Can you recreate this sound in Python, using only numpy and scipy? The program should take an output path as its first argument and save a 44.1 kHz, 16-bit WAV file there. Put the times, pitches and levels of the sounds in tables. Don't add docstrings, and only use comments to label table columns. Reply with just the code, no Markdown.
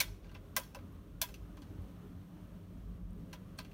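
import sys
import numpy as np
from scipy import signal
from scipy.fft import rfft, irfft
from scipy.io import wavfile
from scipy.ndimage import uniform_filter1d

SR = 44100
rng = np.random.default_rng(int(sys.argv[2]) if len(sys.argv) > 2 else 0)


def gain_from_db(level_db):
    decades = np.asarray(level_db, float) / 20
    return 10 ** decades


def master_out(mix):
    frames = np.transpose(np.atleast_2d(mix))
    ceiling = np.clip(frames, -1, 1)
    pcm = np.round(ceiling * 32767).astype(np.int16)
    wavfile.write(sys.argv[1], SR, pcm)


N = 164493

# start_s, level_db, boom_db (door, re level), treble_db (re level), dial_pitch_hz
SNAPS = [
    (.0022, -30.5, -3, 3, 2160),
    (.5646, -35.5, 4.5, 9.5, 5500),
    (1.2151, -35.5, -3.5, 8.5, 5280),
]
# start_s, level_db, boom_db, treble_db, dial_pitch_hz
TICKS = [(0.2434, -54.5, -10, -26, 2400), (0.257, -55, -5, -30, 2710), (0.2935, -46, -19, -44, 2800),
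         (0.315, -53, -5.5, -20, 4370), (0.3491, -40, -13.5, -35, 2636), (0.6345, -47, -19, -17, 4430),
         (0.7472, -40, -4, -15, 2770), (0.7876, -51, -9, -30, 2260), (1.2874, -47, -9, -15, 2600),
         (1.3413, -40.5, -35, -19, 2730), (1.5705, -53, -4.5, -19, 6500), (1.6196, -48, -11.5, -22, 4360),
         (3.3295, -36.5, -12, -19, 2830), (3.5875, -32.5, -15, -20, 4440), (3.6482, -45.5, -21, -24, 2760),
         (3.714, -49, -18, -27, 2630)]
SLIP_TIMES = [0, .078, .343, .5545, 1.2105, 3.582]
# level_db, boom_db, treble_db, dial_pitch_hz
SLIPS = [
    (-42, -15, -17, 2900),
    (-63, 9, -13, 3700),
    (-68, -4, 0, 12000),
    (-62.5, -3, -18, 4600),
    (-65, -2, -35, 2200),
    (-61, -8, -11, 5300),
]
# start_s, level_db, pitch_hz, t60_s
PINGS = [(.0023, -33, 4500, .02), (.0048, -29, 4310, .035), (.0058, -29, 2255, 0.065),
         (.0075, -33.5, 5900, .035), (.008, -31, 4000, 0.027), (.0085, -29, 13500, 0.033),
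         (.0162, -36, 9700, 0.023), (.004, -42, 1572, 0.073), (.033, -46, 3640, 0.053),
         (0.565, -31.5, 5440, 0.02), (0.5647, -32.5, 1077, 0.064), (.566, -34, 2030, 0.057),
         (.5675, -38, 11900, .03), (.5665, -38, 15300, .025), (.5755, -41, 13600, .03),
         (.581, -42, 12200, .02), (.567, -40.5, 1574, .11), (.582, -44, 548, .09), (.5995, -47, 990, 0.11),
         (.7515, -50, 1540, 0.065), (0.757, -53, 2680, 0.045), (0.756, -54, 5200, 0.025),
         (0.7685, -46, 555, 0.075), (1.2155, -29, 5700, .02), (1.223, -36.5, 4250, 0.035),
         (1.2165, -37, 12880, 0.025), (1.2168, -39, 11890, .04), (1.217, -32, 4400, 0.037),
         (1.2172, -37, 3450, 0.089), (1.222, -46, 2580, 0.061), (1.2225, -36.5, 652, 0.055),
         (1.229, -43.5, 1620, 0.1), (1.236, -40.5, 977, 0.082), (1.3419, -54.5, 3240, 0.035),
         (1.343, -55, 2850, .04), (1.343, -54, 6000, .02), (1.5745, -51, 1070, 0.063),
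         (1.62, -60, 3320, .03), (3.3285, -58, 4300, .04), (3.3312, -51, 2860, .015),
         (3.3325, -51, 5700, 0.016), (3.334, -52, 954, 0.056), (3.349, -58, 3380, .03),
         (3.5868, -46, 8300, 0.018), (3.587, -49.5, 2580, 0.064), (3.588, -44.5, 1230, 0.033),
         (3.588, -48.5, 5250, .04), (3.589, -47, 654, 0.057), (3.601, -49, 994, 0.074),
         (3.594, -55, 2570, .05)]
# start_s, level_db, pitch_hz
NAILS = [(0.5991, -43, 8400), (.7475, -55, 8600), (.7575, -54, 13000), (0.926, -66, 12000),
         (1.571, -59.5, 10100), (1.82, -68, 12000), (3.108, -68, 9450), (3.132, -63, 9450),
         (3.314, -67, 13000), (3.578, -57, 8600), (3.629, -60, 12900)]
# start_s, length_s, level_db
SCRAPES = [
    (0.228, .11, -73),
    (0.344, .045, -67),
    (1.572, .03, -69),
    (1.617, .04, -69),
    (3.329, 0.043, -64),
    (3.59, .04, -63),
]
# pitch_hz, level_db, t60_s
DOOR_MODES = [(532, 6, 0.088), (617, 8, 0.083), (818, 11, 0.049), (996, 4.5, 0.14), (1032, 8, 0.059),
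              (1450, -34.5, 0.6), (1571, 7, 0.093), (1607, 5.5, 0.075), (2030, 7.5, 0.05), (2560, 3, 0.087),
              (2390, 7.5, 0.064), (2664, -7, 0.19), (3296, 4.5, 0.17), (3640, -11, 0.1)]
# pitch_hz, level_db, t60_s
LOCK_MODES = [(2010, -5, 0.16), (2677, 10, 0.059), (3010, 3.5, 0.085), (3310, 0, 0.19), (4020, 7, 0.094),
              (4360, 9.5, 0.071), (4500, -13, 0.097), (5060, -13, 0.05), (5300, -7, 0.093),
              (5700, -2, 0.094), (6080, 12, 0.068), (9700, -14, 0.1), (9910, -9, 0.14), (13830, -23, 0.064)]
# pitch_hz, level_db
CROWD_LEVEL = [(260, -28), (450, -6.5), (1530, 1.5), (1810, -2.5), (2360, 1.5), (5880, -4), (7810, -9.5),
               (13600, -8.5), (16000, -9)]
# pitch_hz, t60_s
CROWD_DECAY = [(500, 0.17), (1500, 0.16), (4000, 0.093), (8000, 0.083), (16000, 0.1)]
# pitch_hz, t60_s
HALL_DECAY = [(500, 0.097), (2000, 0.46), (6000, 0.42), (15000, 0.34)]
# pitch_hz, density_db (per Hz)
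AIR_SPECTRUM = [(13, -45), (22, -6), (96, -1.5), (129, -7), (177, -2), (383, -15.5), (412, -20),
                (927, -31.5), (1800, -34), (2340, -42), (3960, -120)]
# pitch_hz, density_db (per Hz)
HISS_SPECTRUM = [(880, -45), (1500, -11), (1890, -8), (3070, -5.5), (4950, -14), (5640, -13),
                 (10200, -15.5), (15000, -13.5), (16200, -18)]
# pitch_hz, width_hz, lift_db
RESONANCES = [(45, 4.7, 10), (94.3, 12.4, 7), (180, 16, -4.5), (291, 18, 6), (409.7, 3.8, 12.5),
              (585, 120, 5.5), (1174, 355, 7), (4930, 120, -3), (7460, 680, -3), (10600, 300, -6)]
# start_s, level_db
HUM_LEVEL = [(0, -62.5), (1.0, -63.5), (2.0, -57), (2.6, -56.5), (3.1, -53), (3.73, -59)]
# start_s, level_db
TRAFFIC_LEVEL = [(0, -44.5), (.2, -53.5), (.45, -57.5), (1.0, -55.5), (1.7, -53.5), (1.9, -62), (2.3, -62),
                 (2.45, -54.5), (2.65, -60), (2.9, -45), (3.0, -46), (3.2, -48), (3.3, -57), (3.73, -57)]

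NAMED_MODES = DOOR_MODES + LOCK_MODES
SNAP_SETTINGS = dict(dial_db=15, treble_hz=7500, chatter_s=0.003, rebound_db=-1.5)
TICK_SETTINGS = dict(dial_db=21.5, treble_hz=4970, chatter_s=0.0026, rebound_db=-5,
                     shift_db=(-14, 18.5, 16))
RING_DB, RING_OCTAVES = 4, 0.12
CRACK, CRACK_S = 0.71, 0.00027
NAMED_SPREAD_DB = 3
DIAL_OVERTONE, DIAL_OVERTONE_DB, DIAL_T60_S = 2.08, -10, 0.035
DOOR_DB, LOCK_DB = 5.5, -4
CROWD_LOW_DB, CROWD_LOW_HZ = -8, 2450
BOOM_RISE_S = 0.003
RATTLE_DB = 1.2
PING_RISE_TURNS, PING_TWIN, PING_DETUNE = 1.1, 0.32, 0.031
NAIL_T60_S, NAIL_OCTAVES = 0.0096, 0.35
SCRAPE_HZ, SCRAPE_OCTAVES, SCRAPE_GRAINS_PER_S = 2970, 1.1, 2500
HALL_DB, HALL_GAP_S, PING_HALL = -20.5, 0.011, 0.4
AIR_DB, AIR_CUT_HZ, HISS_DB = -52, 55, -73.5
PATCH_DB, SWELL_DB = 2.06, 1.06
HUM_HZ, HUM_WIDTH_HZ = 175.8, 15.5
TRAFFIC_HZ, TRAFFIC_WIDTH_HZ, TRAFFIC_STEADY = 48.5, 10, 0.4
TRAFFIC_OVERTONE_DB = -10


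def evened(x):
    return x / np.sqrt(np.mean(x ** 2) + 1e-20)


def read(points, hz):
    f, value = np.transpose(points)
    return np.interp(np.log(hz + 1), np.log(f + 1), value)


def add(mix, s, sound):
    part = mix[max(round(s * SR), 0):][:len(sound)]
    part += sound[:len(part)]


def narrowband(centre_hz, width_hz):
    hz = np.fft.rfftfreq(N, 1 / SR)
    return irfft(rfft(rng.standard_normal(N)) * np.exp(-((hz - centre_hz) / width_hz) ** 2), N)


def level_curve(points):
    return gain_from_db(np.interp(np.arange(N) / SR, *np.transpose(points)))


def door_modes(count=900):
    crowd_hz = np.linspace(450, 16400, count) + rng.uniform(-9, 9, count)
    crowd_db = read(CROWD_LEVEL, crowd_hz) + CROWD_LOW_DB / (1 + (crowd_hz / CROWD_LOW_HZ) ** 4)
    crowd_t60 = read(CROWD_DECAY, crowd_hz) * rng.uniform(0.63, 1.21, count)
    named_hz, named_db, named_t60 = np.transpose(NAMED_MODES)
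    named_db = named_db + DOOR_DB + LOCK_DB * (named_hz > 2600)
    hz = np.r_[named_hz, crowd_hz]
    db = np.r_[named_db, crowd_db]
    t60 = np.r_[named_t60, crowd_t60]
    t = np.arange(SR // 7) / SR
    rise = 1 - np.exp(-t / (BOOM_RISE_S * (1000 / hz) ** 2)[:, None])
    decay = gain_from_db(-60 * t / t60[:, None])
    return hz, db, rise * decay * np.sin(2 * np.pi * hz[:, None] * t)


def dial_ring(hz, z):
    t = np.arange(SR // 14) / SR

    def pair(f, a, b):
        upper = np.sin(2 * np.pi * f * (1 + 0.023 * a) * t)
        lower = np.sin(2 * np.pi * f * (0.96 + 0.021 * b) * t)
        return upper + 0.51 * lower

    overtone = gain_from_db(DIAL_OVERTONE_DB) * pair(hz * DIAL_OVERTONE, z[2], z[3]) * (hz < 7500)
    envelope = gain_from_db(-60 * t / DIAL_T60_S) * np.minimum(t / 0.0012, 1)
    return envelope * (pair(hz, z[0], z[1]) + overtone)


def strikes(rows, modes, dial_db, treble_hz, chatter_s, rebound_db, shift_db=(0, 0, 0), count=5):
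    hz, db, shapes = modes
    named = len(NAMED_MODES)
    out = np.zeros(N)
    luck = rng.standard_normal((len(rows), count, len(hz) + 1))
    crack = 1 + CRACK * np.exp(-np.arange(shapes.shape[1]) / SR / CRACK_S)
    low = 1 / (1 + (hz / 1700) ** 6)
    high = 1 / (1 + (treble_hz / hz) ** 4)
    first = (np.arange(count) == 0)[:, None]
    for (s, level_db, boom_db, treble_db, ring_hz), z in zip(rows, luck):
        level = gain_from_db(level_db + shift_db[0])
        colour = db + low * (boom_db + shift_db[1]) + high * (treble_db + shift_db[2])
        colour += RING_DB * np.exp(-(np.log2(hz / ring_hz) / RING_OCTAVES) ** 2)
        spread = gain_from_db(NAMED_SPREAD_DB * np.tanh(z[:, -named:]))
        named_share = np.sign(z[:, 1:named + 1]) * spread * first
        share = np.c_[named_share, z[:, named + 1:]]
        gaps = (1 + 0.4 * np.tanh(z[1:, 0])) * chatter_s / 3
        when = np.r_[0, np.cumsum(gaps)]
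        force = gain_from_db(rebound_db * (when > 0)) * np.exp(-when / chatter_s)
        add(out, s, level * gain_from_db(dial_db) * dial_ring(ring_hz, z[:4, -1]) / 10)
        rebounds = (force[:, None] * share * gain_from_db(colour)) @ shapes
        for late, sound in zip(when, rebounds):
            add(out, s + late, level * crack * sound / 10)
    return out


def rattled(x):
    flutter = uniform_filter1d(rng.standard_normal(N), size=50)
    flutter = evened(uniform_filter1d(flutter, size=50))
    return x * gain_from_db(RATTLE_DB * flutter)


def pings():
    out, t = np.zeros(N), np.arange(SR // 6) / SR
    for (s, db, hz, t60), z in zip(PINGS, rng.uniform(-0.96, 1, (len(PINGS), 2))):
        twin_hz = hz * (1 + PING_DETUNE * z[0])
        ring = np.sin(2 * np.pi * hz * t)
        ring += PING_TWIN * np.sin(2 * np.pi * twin_hz * t + np.pi * z[1])
        rise = np.minimum(t * hz / PING_RISE_TURNS, 1)
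        add(out, s, gain_from_db(db - 60 * t / t60) * rise * ring)
    return out


def nails():
    out, t = np.zeros(N), np.arange(1024) / SR
    hz = np.fft.rfftfreq(1024, 1 / SR) + 1
    for (s, db, pitch_hz), z in zip(NAILS, rng.standard_normal((len(NAILS), 1024))):
        band = irfft(rfft(z) * np.exp(-(np.log2(hz / pitch_hz) / NAIL_OCTAVES) ** 2))
        add(out, s, evened(band) * gain_from_db(db - 60 * t / NAIL_T60_S) * np.minimum(t / 0.00011, 1))
    return out


def scrapes():
    hz, t = np.fft.rfftfreq(N, 1 / SR) + 1, np.arange(N) / SR
    grains = rng.standard_normal(N) * (rng.random(N) < SCRAPE_GRAINS_PER_S / SR)
    shape = np.exp(-(np.log2(hz / SCRAPE_HZ) / SCRAPE_OCTAVES) ** 2)
    band = evened(irfft(rfft(grains) * shape, N))
    level = np.zeros(N)
    for s, length, db in SCRAPES:
        level += gain_from_db(db) * np.sin(np.pi * np.sqrt(np.clip((t - s) / length, 0, 1)))
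    return band * level


def hall(x):
    taps = np.zeros(SR // 2)
    at = np.arange(0, SR // 2 - 12, 12)
    taps[at + rng.integers(0, 12, len(at))] = rng.choice([-1., 1.], len(at))
    hz, t, z = signal.stft(taps, SR, nperseg=256)
    decay = gain_from_db(-60 * t / read(HALL_DECAY, hz)[:, None])
    tail = signal.istft(z * decay, SR, nperseg=256)[1]
    tail = np.r_[np.zeros(int(HALL_GAP_S * SR)), tail / np.linalg.norm(tail)]
    return signal.fftconvolve(x, tail)[:N]


def room_tone():
    frames, hz = N // 1024 + 5, np.fft.rfftfreq(4096, 1 / SR)
    a, b, patches = rng.standard_normal((frames, 2049, 3)).T
    patches = uniform_filter1d(patches, size=12, axis=0)
    patches = evened(uniform_filter1d(patches, size=4, axis=1))
    swell = evened(uniform_filter1d(rng.standard_normal(frames), size=12))
    lift = sum(db * np.exp(-((hz - f) / w) ** 2) for f, w, db in RESONANCES)
    z = (a + 1j * b) * gain_from_db(lift[:, None] + SWELL_DB * swell)
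    split = 1 / (1 + (hz / 1700) ** 8)
    air_shape = gain_from_db(read(AIR_SPECTRUM, hz)) * np.sqrt(split) * np.minimum(hz / AIR_CUT_HZ, 1) ** 3
    hiss_shape = gain_from_db(read(HISS_SPECTRUM, hz)) * np.sqrt(1 - split)

    def sounded(v):
        return evened(signal.istft(v, nperseg=4096, noverlap=3072)[1][2048:N + 2048])

    air = sounded(z * gain_from_db(PATCH_DB * patches) * air_shape[:, None])
    hiss = sounded(z * hiss_shape[:, None])
    return gain_from_db(AIR_DB) * air + gain_from_db(HISS_DB) * hiss


def hum():
    tone = narrowband(HUM_HZ, HUM_WIDTH_HZ)
    tone = tone / np.sqrt(uniform_filter1d(abs(signal.hilbert(tone)), size=4000))
    return evened(tone) * level_curve(HUM_LEVEL)


def traffic():
    drone = signal.hilbert(narrowband(TRAFFIC_HZ, TRAFFIC_WIDTH_HZ))
    flutter = uniform_filter1d(abs(drone), size=3000)
    tone = drone / flutter ** TRAFFIC_STEADY
    overtone = (tone ** 2 / abs(tone)).real
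    return evened(tone.real + gain_from_db(TRAFFIC_OVERTONE_DB) * overtone) * level_curve(TRAFFIC_LEVEL)


def scene():
    modes = door_modes()
    dial = strikes(SNAPS, modes, **SNAP_SETTINGS)
    dial += strikes(TICKS, modes, **TICK_SETTINGS)
    dial += strikes(np.c_[SLIP_TIMES, SLIPS], modes, **SNAP_SETTINGS)
    dial += nails()
    parts = pings()
    echo = gain_from_db(HALL_DB) * hall(dial + PING_HALL * parts)
    background = room_tone() + hum() + traffic()
    return (rattled(dial) + parts + scrapes() + echo + background)[None]


def low_pass(x):
    return signal.sosfilt(signal.butter(12, 16820, fs=SR, output="sos"), x)


def record(dry):
    edge = signal.firwin(255, 15840, window=("kaiser", 8), fs=SR)
    mix = signal.oaconvolve(dry, edge[None], "same")
    return low_pass(mix)


dry = scene()
out = record(dry)
master_out(out)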